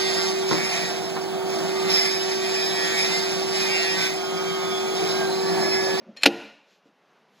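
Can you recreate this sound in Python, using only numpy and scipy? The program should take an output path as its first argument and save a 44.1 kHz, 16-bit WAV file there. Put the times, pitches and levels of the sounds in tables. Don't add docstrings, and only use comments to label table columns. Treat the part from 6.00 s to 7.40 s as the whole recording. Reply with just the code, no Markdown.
import sys
import numpy as np
from scipy import signal
from scipy.fft import rfft, irfft, next_fast_len
from scipy.io import wavfile
from scipy.ndimage import uniform_filter1d

SR = 44100
rng = np.random.default_rng(int(sys.argv[2]) if len(sys.argv) > 2 else 0)


def undo_db(level):
    steps = np.asarray(level, float) / 20
    return 10 ** steps


def transcribe(signal):
    frames = np.atleast_2d(signal).T
    limited = np.clip(frames, -1, 1)
    pcm = np.round(limited * 32767).astype(np.int16)
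    wavfile.write(sys.argv[1], SR, pcm)


N = 61739
T = np.arange(N) / SR
LOW_CUT_HZ = 120


def unit(x):
    return x / np.sqrt(np.mean(x ** 2) + 1e-20)


def along(points, hz):
    point_hz, value = np.transpose(points)
    return np.interp(np.log(hz + 1), np.log(point_hz + 1), value)


def level(points):
    s, db = np.transpose(points)
    return undo_db(np.interp(T, s, db))


def filtered(x, response):
    size = next_fast_len(N + SR)
    hz = np.fft.rfftfreq(size, 1 / SR)
    return irfft(rfft(x, size) * response(hz), size)[..., :N]


def peaks(table):
    def response(hz):
        total = 0
        for k, (centre_hz, width_hz, peak_db) in enumerate(table):
            damping = 1j * hz * width_hz
            total = total + (-1) ** k * undo_db(peak_db) * damping / (centre_hz ** 2 - hz ** 2 + damping)
        return total
    return response


def noise(spectrum, patchy_db):
    z = signal.stft(rng.standard_normal(N + 512), nperseg=512)[2]
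    field = uniform_filter1d(rng.standard_normal(z.shape), 5, 0)
    field = uniform_filter1d(field, 8, 1)
    patchy = signal.istft(z * undo_db(patchy_db * unit(field)), nperseg=512)[1][:N]
    return unit(filtered(patchy, lambda hz: undo_db(along(spectrum, hz))))


# [Hz, dB per Hz]
AIR_SPECTRUM = [(20, -38), (90, -40.5), (130, -20), (230, -17), (440, -5.5), (730, -7.5), (1400, -11.5),
                (2830, -17), (6500, -30), (8500, -50), (12000, -46), (14300, -56.5)]
# [s, dB]
AIR_LEVEL = [(0, -60), (.6, -64.5), (.95, -65.5), (1.03, -63.5), (1.13, -61.5), (1.25, -63), (1.4, -63.5)]


def room_tone():
    return level(AIR_LEVEL) * noise(AIR_SPECTRUM, patchy_db=1)


# [Hz, dB per Hz]
HUM_SPECTRUM = [(90, -29.5), (150, 2), (200, 5), (330, -8.5), (600, -33.5)]
# [s, dB]
HUM_LEVEL = [(0, -75.5), (.6, -75.5), (.86, -74), (1.0, -72), (1.2, -69.5), (1.28, -72.5), (1.36, -64.5),
             (1.4, -65.5)]


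def house_hum():
    return level(HUM_LEVEL) * noise(HUM_SPECTRUM, patchy_db=1.5)


# [Hz, dB per Hz]
RUSTLE_SPECTRUM = [(590, -40), (1000, -20), (1060, -27), (1160, -10), (3560, -0.5), (7090, -9.5),
                   (9060, -31.5), (12100, -17), (14300, -50)]
# [s, s, dB]
RUSTLES = [(0.724, 0.044, -65), (0.872, 0.018, -72), (1.39, .04, -66.5)]


def sleeve_rustle():
    swell = np.zeros(N)
    for centre_s, half_length_s, level_db in RUSTLES:
        swell += undo_db(level_db) * np.exp(-0.5 * ((T - centre_s) / half_length_s) ** 2)
    return swell * noise(RUSTLE_SPECTRUM, patchy_db=0)


# [Hz, s]
ROOM_DECAY = [(100, 0.38), (300, 0.39), (1000, 0.54), (3000, 0.6), (6000, 0.59), (12000, 0.44)]
# [Hz, dB]
ROOM_COLOUR = [(100, 15.5), (300, -2.5), (1000, 0.5), (3000, -8.5), (6000, -10.5), (8000, -5),
               (9200, -12.5), (12000, -7)]


def room(x):
    room_db, delay_s = -16, 0.011
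    hz, t, z = signal.stft(rng.standard_normal(SR), SR, nperseg=256)
    t60_s = along(ROOM_DECAY, hz)[:, None]
    tail = signal.istft(z * undo_db(-60 * t / t60_s), SR, nperseg=256)[1]
    delayed = np.pad(x, (round(delay_s * SR), 0))
    wet = signal.fftconvolve(delayed, tail / np.linalg.norm(tail))[:N]
    return undo_db(room_db) * filtered(wet, lambda hz: undo_db(along(ROOM_COLOUR, hz)))


# [Hz, dB, s]
BOX_MODES = [(214, -8, 0.25), (290.8, 12.5, 0.072), (347, 1, 0.19), (453, 7.5, 0.1), (541, 1.5, 0.087),
             (696, -3, 0.097), (801.5, -9.5, 0.18)]


def box_ring(start_s, level_db, rise_s):
    t = np.clip(T - start_s, 0, None)
    modes = np.zeros(N)
    for freq_hz, mode_db, t60_s in BOX_MODES:
        modes += undo_db(mode_db - 60 * t / t60_s) * np.sin(2 * np.pi * freq_hz * t)
    return undo_db(level_db) * (1 - np.exp(-t / rise_s)) * modes


# [s, dB]
THUMB = [(0.0, -58), (0.014, -51.5), (0.032, -60), (0.07, -54.5), (0.088, -46), (0.158, -67.5), (0.2, -58)]
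# [Hz, Hz, dB; response is squared]
GROAN = [(214.5, 85, -3), (375, 37, -3.5), (560, 130, -5.5), (710, 96, -12.5)]
# [s, dB]
TAPS = [(.856, -62.5), (0.886, -67), (.905, -85)]


def toggle():
    time_s, level_db = np.transpose(THUMB)
    pressure = undo_db(np.interp(T, time_s, level_db, right=-120))
    near = pressure * unit(filtered(rng.standard_normal(N), lambda hz: peaks(GROAN)(hz) ** 2))
    for start_s, tap_db in TAPS:
        near += box_ring(start_s, tap_db, rise_s=0.00099)
    return near + room(near)


# [s, dB, dB, s, dB, times the free width]
BLOWS = [(0.164, -45, -25.5, 0.27, -81, 1.3), (.1690, -54, -11.5, 0.036, -80, 1.1),
         (0.209, -44, -40, .2, -67.5, 2.8), (0.219, -41, -22.5, 0.038, -66, 9),
         (0.223, -42.5, -19, .02, -67, 11), (0.233, -10.5, 7, 0.033, -36.5, 7.6),
         (0.2387, -11, -4.5, .05, -34, 5), (0.257, 4.5, -5.5, 0.018, -29.5, 8),
         (0.2604, 10.5, -2.5, 0.032, -7, 8), (.2680, -1, -15.5, 0.046, -21, 5.4)]
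# [Hz, Hz, dB]
CASE = [(1620, 370, -8.5), (2240, 130, 1.5), (2570, 340, 8), (3112, 130, 8), (3748, 330, 3.5),
        (4400, 620, 5), (5210, 890, 0.5), (6608, 690, -5.5), (10800, 1200, -17.5), (12100, 1300, -27)]
# [Hz, Hz, dB]
SPRING = [(1157, 45, -19), (1814, 32, -6), (2519, 32, -5), (3230, 40, -10), (4188, 24, 4), (5500, 70, -12),
          (7080, 45, -11), (11000, 300, -32)]
# [Hz, dB per Hz]
CRACK = [(290, -43.5), (500, -5), (950, -14.5), (2040, -6.5), (2450, -16), (3190, -10), (8590, -34),
         (11700, -31), (14000, -53)]


def breaker():
    crack_db = -7.5
    out = np.zeros(N)
    for start_s, case_db, spring_db, t60_s, boom_db, damping in BLOWS:
        t = np.clip(T - start_s, 0, None)
        shape = undo_db(-60 * t / t60_s) * (1 - np.exp(-t / 0.00046))
        case = peaks(CASE)
        spring = peaks(np.multiply(SPRING, [1, damping, 1]))
        rattle = filtered(shape * rng.standard_normal(N),
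                          lambda hz: undo_db(case_db) * case(hz) + undo_db(spring_db) * spring(hz))
        crack = undo_db(case_db + crack_db) * shape * noise(CRACK, patchy_db=-0.5)
        blow = rattle + crack + box_ring(start_s, boom_db, rise_s=0.0065)
        out += blow + room(blow)
    return out


# [Hz, dB]
APART = [(1000, -87), (5000, -57.5), (8000, -44.5), (11000, -23.5), (14000, 3.5)]


def two_ports(mid):
    lean_db = -10
    smear = rng.standard_normal(400) * undo_db(-np.arange(400) / 12)
    smeared = np.convolve(mid, smear / np.linalg.norm(smear))[:N]
    side = filtered(smeared, lambda hz: undo_db(along(APART, hz)))
    lean = filtered(mid, lambda hz: undo_db(along(APART, hz) + lean_db))
    return np.array([mid + side - lean, mid - side + lean])


def low_cut(hz):
    stage = -hz ** 2 / (LOW_CUT_HZ ** 2 - hz ** 2 + 1j * hz * LOW_CUT_HZ)
    return stage ** 3


def scene():
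    background = room_tone() + house_hum() + sleeve_rustle()
    mid = filtered(toggle() + breaker(), low_cut) + background
    return two_ports(mid)


def top_cut(x):
    return signal.sosfilt(signal.butter(12, 14450, fs=SR, output="sos"), x)


def record(dry):
    limit_db, squeeze = -11.5, 0.5
    recover_db_per_s, smooth_s, top_hz = 69, 0.006, 13650
    peak_db = 20 * np.log10(np.abs(dry).max(0) + 1e-9)
    over_db = squeeze * np.clip(peak_db - limit_db, 0, None)
    climb_db = recover_db_per_s * T
    duck_db = np.maximum.accumulate(over_db + climb_db) - climb_db
    smooth = max(round(smooth_s * SR), 1)
    gain = undo_db(-uniform_filter1d(duck_db, smooth, origin=(smooth - 1) // 2))
    clipped = np.tanh(dry * gain)
    mix = filtered(clipped, lambda hz: 1j * hz / (LOW_CUT_HZ + 1j * hz) / (1 + (hz / top_hz) ** 60))
    return top_cut(mix)


dry = scene()
out = record(dry)
transcribe(out)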